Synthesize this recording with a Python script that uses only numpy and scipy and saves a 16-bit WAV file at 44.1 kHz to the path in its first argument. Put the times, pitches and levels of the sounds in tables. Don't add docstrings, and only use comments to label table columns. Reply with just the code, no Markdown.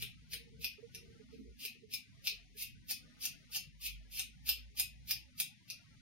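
import sys
import numpy as np
from scipy import signal
from scipy.fft import rfft, irfft
from scipy.io import wavfile
from scipy.ndimage import uniform_filter1d

SR = 44100
rng = np.random.default_rng(int(sys.argv[2]) if len(sys.argv) > 2 else 0)


def pcm_store(signal):
    levels = np.round(np.clip(np.atleast_2d(signal), -1, 1) * 32767)
    wavfile.write(sys.argv[1], SR, levels.astype(np.int16).T)


def invert_db(level):
    return 10 ** (np.asarray(level, dtype=float) / 20)


N = 265380
T = np.arange(N) / SR


def curve(table, x):
    first, *columns = np.transpose(table)
    return [np.interp(x, first, c) for c in columns]


def colour(x, table, share=1):
    hz, db = np.transpose(table)
    bins_hz = np.arange(1025) * SR / 2048 + 1
    gain_db = share * np.interp(np.log(bins_hz), np.log(hz), db)
    cepstrum = irfft(np.log(invert_db(gain_db)))
    cepstrum[1:1024] *= 2
    cepstrum[1025:] = 0
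    impulse = irfft(np.exp(rfft(cepstrum)))
    return signal.fftconvolve(np.atleast_2d(x), impulse[None], axes=1)[:, :np.shape(x)[-1]]


def level(x, db):
    return x * invert_db(db) / np.sqrt(np.mean(x ** 2))


def walk(rate_hz):
    hold = int(SR / rate_hz)
    steps = np.repeat(rng.standard_normal(N // hold + 1), hold)
    return 1.3 * uniform_filter1d(uniform_filter1d(steps, hold), hold)[:N]


# (time_s, firing_hz, level_db)
ENGINE_COURSE = [(0, 59.7, -70), (.3, 59.7, -65.5), (.6, 59.5, -67), (1.1, 55.3, -75.5), (1.5, 59.1, -59),
                 (1.8, 52.3, -90), (2.3, 51.3, -66), (3.3, 51.12, -68), (3.75, 50, -66.5), (3.95, 48, -53),
                 (4.3, 54, -59), (4.55, 56.4, -56), (4.8, 59.3, -62.5), (5.18, 64.2, -56.5),
                 (5.4, 64, -77.5), (6.02, 63, -69.5)]
ENGINE_WAVER_DB, ENGINE_DRIFT_HZ = 3, 4


def engine(side_rad=0.72):
    hz, db = curve(ENGINE_COURSE, T)
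    phase = 2 * np.pi * np.cumsum(hz + ENGINE_DRIFT_HZ * walk(5.5)) / SR
    gain = np.sqrt(2) * invert_db(db + ENGINE_WAVER_DB * walk(22))
    return gain * np.sin(phase + np.array([[-side_rad], [side_rad]]))


# (pitch_hz, level_db)
HUM_TONES = [(120, -72), (156, -75.5)]
HUM_WAVER_DB = 7


def hums(drift_hz=3., side_rad=1.0):
    out = 0
    for hz, db in HUM_TONES:
        phase = 2 * np.pi * np.cumsum(hz + drift_hz * walk(17)) / SR
        gain = invert_db(db + HUM_WAVER_DB * walk(11))
        out = out + gain * np.sin(phase + np.array([[-side_rad], [side_rad]]))
    return out


# (freq_hz, gain_db)
RUMBLE_COLOUR = [(30, -19.5), (50, 2.5), (120, 5.5), (190, 3), (260, -16), (400, -29.5), (700, -55),
                 (1000, -64.5)]
UPPER_COLOUR = [(120, -26.5), (190, -7.5), (250, 3), (310, -17), (380, -29.5), (500, -52.5)]
HISS_COLOUR = [(600, -1), (1050, -6.5), (1500, -1), (2200, -7.2), (3000, -9.5), (5500, -11.5), (7000, -14),
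               (9200, -15.5), (10500, -30.5), (13000, -27), (15000, -20)]
# (peak_s, level_db, rise_s, fall_s)
UPPER_SWELLS = [(1.198, -68.5, 0.062, 0.15), (1.408, -48, 0.051, 0.027)]
RUMBLE_DB, UPPER_DB, HISS_DB = -63.5, -71, -62.5
RUMBLE_WAVER_DB, UPPER_WAVER_DB, HISS_WAVER_DB = 3.5, 2.5, 0.6


def background():
    low = level(colour(rng.standard_normal((2, N)), RUMBLE_COLOUR), RUMBLE_DB)
    low = low * invert_db(RUMBLE_WAVER_DB * walk(11))
    swells = np.zeros(N)
    for peak_s, db, rise_s, fall_s in UPPER_SWELLS:
        away = np.where(T < peak_s, (peak_s - T) / rise_s, (T - peak_s) / fall_s)
        swells += invert_db(db) * np.exp(-away)
    upper = level(colour(rng.standard_normal((2, N)), UPPER_COLOUR), 0)
    upper = upper * (invert_db(UPPER_DB + UPPER_WAVER_DB * walk(2.6)) + swells)
    hiss = level(colour(rng.standard_normal((2, N)), HISS_COLOUR), HISS_DB)
    hiss = hiss * invert_db(HISS_WAVER_DB * walk(5))
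    return low + upper + hiss


# (mark_s, relative_db, pitch_hz, length_ms)
BLIP_EVENTS = [(0.021, -60, 412, 70), (0.785, -53.5, 420, 36), (0.83, -48, 450, 56), (1.198, -55, 452, 50),
               (1.329, -51, 455, 54), (1.472, -55, 455, 51), (1.649, -56.5, 428, 31),
               (1.833, -53.5, 450, 44), (2.32, -63.5, 412, 42), (2.554, -60.5, 428, 31)]
# (start_s, length_s, relative_db, blur_relative_db)
THROB_SPANS = [(0.321, 0.35, -63, -80.5), (0.943, .23, -62.5, -71.5), (1.375, 0.1524, -61, -69.5),
               (1.732, 0.19, -70.5, -76.5)]
THROB_HZ, THROB_S, THROB_EDGE_S = 452, 0.064, 0.005


def blips(left_db=-27.5, lead_share=0.069, waver_hz=15.5):
    blur_colour = [(300, -59.0), (370, 9.0), (450, -10.7), (500, -21), (560, -44.0)]
    blur = level(colour(rng.standard_normal(N), blur_colour)[0], 0)
    waver = 2 * np.pi * np.cumsum(waver_hz * walk(40)) / SR
    out = np.zeros(N)
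    for start_s, length_s, db, blur_db in THROB_SPANS:
        age_s = T - start_s
        gate = np.clip(np.minimum(age_s, start_s + length_s - T) / THROB_EDGE_S, 0, 1)
        throb = np.abs(np.sin(np.pi * age_s / THROB_S)) * np.sin(2 * np.pi * THROB_HZ * T + waver)
        out += gate * (invert_db(db) * throb + invert_db(blur_db) * blur)
    for mark_s, db, hz, length_ms in BLIP_EVENTS:
        age = np.clip((T - mark_s) * 1000 / length_ms + lead_share, 0, 1)
        swell = np.sin(np.pi * age ** 0.52) ** 2
        out += invert_db(db) * swell * np.sin(2 * np.pi * hz * T + waver)
    return 2 * out * np.array([[invert_db(left_db)], [1]])


def ring(modes, force):
    out = 0
    for hz, gain_db, t60_s in modes:
        pole = np.exp(2j * np.pi * hz / SR - np.log(1000) / (t60_s * SR))
        out = out + invert_db(gain_db) * signal.lfilter([1], [1, -pole], force).imag
    return out


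# (freq_hz, gain_db)
CRUNCH_COLOUR = [(500, -107), (1050, -48), (1500, -38.5), (2000, -18), (2500, 12), (3700, 4.5), (5000, 10),
                 (5800, 5), (7000, 3), (9300, 6), (10600, -3.5), (14000, 2), (15500, -13)]
# (mode_hz, gain_db, t60_s)
BLADE_MODES = [(2353.5, -14, 0.093), (2523, -14.5, 0.16), (2728, -15.5, 0.14), (2430, -12, 0.11),
               (2967, -12, 0.061), (3206, -8, 0.029), (3436, -3.5, 0.011), (4100, -24.5, 0.095),
               (4950, -20, 0.027), (5260, -1.5, 0.049), (9270, -37.5, 0.14)]
LEAD = SR // 5
GRAIN_DB, LUMP_DB, TURN_DB = 3, 1.5, 1.2
SLIDE_DB, SLIDE_MS = -4, 9
CHATTER_DB, CHATTER_MS = -4, 0.7


def snip(click_db, stroke_ms, crunch_db, swell_db, bright, bend=1.52, release_ms=2.1,
         click_bright=1.06, ring_db=-25):
    t = (np.arange(LEAD + SR // 8) - LEAD) / SR
    snaps = rng.standard_normal(len(t))
    patches = rng.standard_normal(len(t))
    signs = rng.choice([-1, 1], len(t))
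    lumps = level(uniform_filter1d(patches, size=130), 0)
    sizes = np.minimum(rng.exponential(size=len(t)), 4)
    grains = level(snaps * invert_db(GRAIN_DB * sizes + LUMP_DB * lumps), 0)

    open_share = np.clip(-t * 1000 / stroke_ms, 0, 1)
    after_ms = np.clip(t, 0, 1) * 1000
    early_ms = np.clip(-t * 1000 - stroke_ms, 0, None)
    bite = invert_db(crunch_db - swell_db * open_share ** bend) * np.exp(-after_ms / release_ms)
    slide = invert_db(SLIDE_DB) * np.exp(-early_ms / SLIDE_MS)
    bite = bite * np.where(early_ms > 0, slide, 1)
    chatter = invert_db(CHATTER_DB) * signs * np.exp(-after_ms / CHATTER_MS) * (t > 0)
    click = invert_db(click_db) * ((t == 0) + chatter)

    tilt = [(1000, -2), (16000, 2)]
    force = colour(grains * bite, tilt, share=bright)[0]
    force = force + colour(click, tilt, share=bright + click_bright)[0]
    turn = [(hz, TURN_DB * rng.standard_normal()) for hz in (2000, 2800, 4000, 5600, 9000, 13000)]
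    force = colour(force, turn)[0]
    return colour(force, CRUNCH_COLOUR)[0] + invert_db(ring_db) * ring(BLADE_MODES, force)


# (delay_ms, gain_db)
WALL_ECHOES = [(4.2, -5), (7.4, -9), (8.6, -10)]
# (freq_hz, t60_s)
TAIL_T60 = [(800, 0.33), (2500, 0.3), (5000, 0.22), (9000, 0.18), (15000, 0.15)]
TAIL_DB, TAIL_LIKENESS = 2.5, 0.32
LEFT_LAG_SAMPLES = 2


def bathroom(x, build_ms=2.0):
    t = np.arange(SR // 2) / SR
    same = rng.standard_normal(len(t))
    apart = rng.standard_normal((2, len(t)))
    noise = TAIL_LIKENESS * same + (1 - TAIL_LIKENESS) * apart
    hz, s, frames = signal.stft(noise, SR, nperseg=128)
    frames = frames * invert_db(-60 * s[None] / curve(TAIL_T60, hz)[0][:, None])
    tail = signal.istft(frames, SR, nperseg=128)[1][:, :len(t)]
    tail = tail * (1 - np.exp(-t * 1000 / build_ms))
    reply = invert_db(TAIL_DB) * tail / np.sqrt(np.sum(tail ** 2, axis=1, keepdims=True))
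    for delay_ms, db in [(0, 0.005)] + WALL_ECHOES:
        at = int(delay_ms * SR / 1000)
        reply[0, at + LEFT_LAG_SAMPLES] += invert_db(db)
        reply[1, at] += invert_db(db)
    return signal.fftconvolve(x[None], reply, axes=1)


# (shut_s, click_relative_db, stroke_ms, crunch_relative_db)
STROKES = [(0.0237, -26, 42, -52.5), (0.3342, -26.5, 28, -50.5), (0.6446, -24.5, 38, -50.5),
           (0.9478, -30.5, 24, -66), (1.346, -63, 46, -72.5), (1.6518, -25.5, 63.6, -51),
           (1.9376, -23.5, 29.6, -51), (2.272, -21.5, 32, -48.5), (2.6243, -33.5, 57.5, -48),
           (2.9103, -24, 27, -43), (3.2543, -24.5, 47.6, -44.5), (3.5616, -25, 46.5, -45.5),
           (3.8651, -26, 55, -46), (4.1946, -24, 81, -48), (4.491, -18.5, 34, -43),
           (4.7976, -17.5, 31, -43), (5.1097, -19, 36, -45), (5.4009, -18.5, 23.7, -45.5),
           (5.7012, -30, 27, -61.5)]
FIRM_DB, FIRM_SWELL_DB, FIRM_BRIGHT_DB_PER_OCT = -40, 13.5, 5
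SWELL_PER_DB, BRIGHT_PER_DB = 0.1236, 0.202


def scissors():
    out = np.zeros((2, LEAD + N + SR))
    for shut_s, click_db, stroke_ms, crunch_db in STROKES:
        over_db = crunch_db - FIRM_DB
        swell_db = FIRM_SWELL_DB + SWELL_PER_DB * over_db
        bright = FIRM_BRIGHT_DB_PER_OCT + BRIGHT_PER_DB * over_db
        heard = bathroom(snip(click_db, stroke_ms, crunch_db, swell_db, bright))
        start = int(shut_s * SR)
        out[:, start:start + heard.shape[1]] += heard
    return out[:, LEAD:LEAD + N]


# (start_s, blow_relative_db)
HANDLE_BLOWS = [(0.333, -66.5), (0.642, -65), (2.272, -63), (2.909, -58.5), (3.253, -61.5), (3.559, -57),
                (4.196, -62), (4.49, -57.5), (4.8, -58.5), (5.109, -59.5), (5.402, -59.5)]
# (mode_hz, gain_db, t60_s)
HANDLE_MODES = [(804, 1.5, 0.14), (1274, -12.5, 0.18), (1460, -1, 0.11), (1742, -23.5, 0.017),
                (1760, 5, .06)]


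def handles():
    blows = np.zeros(N)
    for start_s, db in HANDLE_BLOWS:
        blows[int(start_s * SR)] = invert_db(db)
    return ring(HANDLE_MODES, blows)


def scene():
    return engine() + hums() + background() + blips() + scissors() + handles()


# (freq_hz, threshold_db)
SUPPRESS_BAR = [(250, -1.5), (340, 8), (1000, 10.5), (1750, 8), (2100, -1.5), (6500, -1), (8000, -2),
                (12000, -0.5), (15000, 9.5)]
SUPPRESS_FLOOR_DB = -42


def suppressor(x):
    hz, s, frames = signal.stft(x, SR, nperseg=2048)
    power = np.abs(frames) ** 2 + 1e-18
    steady = np.quantile(power, .3, axis=2, keepdims=True)
    bar = steady * invert_db(2 * curve(SUPPRESS_BAR, hz)[0])[:, None]
    gain = np.sqrt(np.maximum(1 - bar / power, invert_db(2 * SUPPRESS_FLOOR_DB)))
    return signal.istft(frames * gain, SR, nperseg=2048)[1][:, :N]


def top_cut(x):
    return signal.sosfilt(signal.butter(12, 16650, fs=SR, output="sos"), x)


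# (freq_hz, left_minus_right_db)
PORT_COLOUR = [(300, -0.4), (1300, 7.5), (4400, 2), (8100, 4), (11000, -3), (15000, -5.5)]
NOTCH_HZ, NOTCH_WIDTH_HZ, TOP_HZ = 7797, 2570, 16000


def record(dry):
    left = colour(dry[0], PORT_COLOUR, share=.5)
    right = colour(dry[1], PORT_COLOUR, share=-.5)
    b, a = signal.iirnotch(NOTCH_HZ, NOTCH_HZ / NOTCH_WIDTH_HZ, SR)
    dipped = signal.lfilter(b, a, np.vstack([left, right]))
    top = signal.ellip(8, .5, 60, TOP_HZ, fs=SR, output="sos")
    mix = suppressor(signal.sosfilt(top, dipped))
    return top_cut(mix)


dry = scene()
out = record(dry)
pcm_store(out)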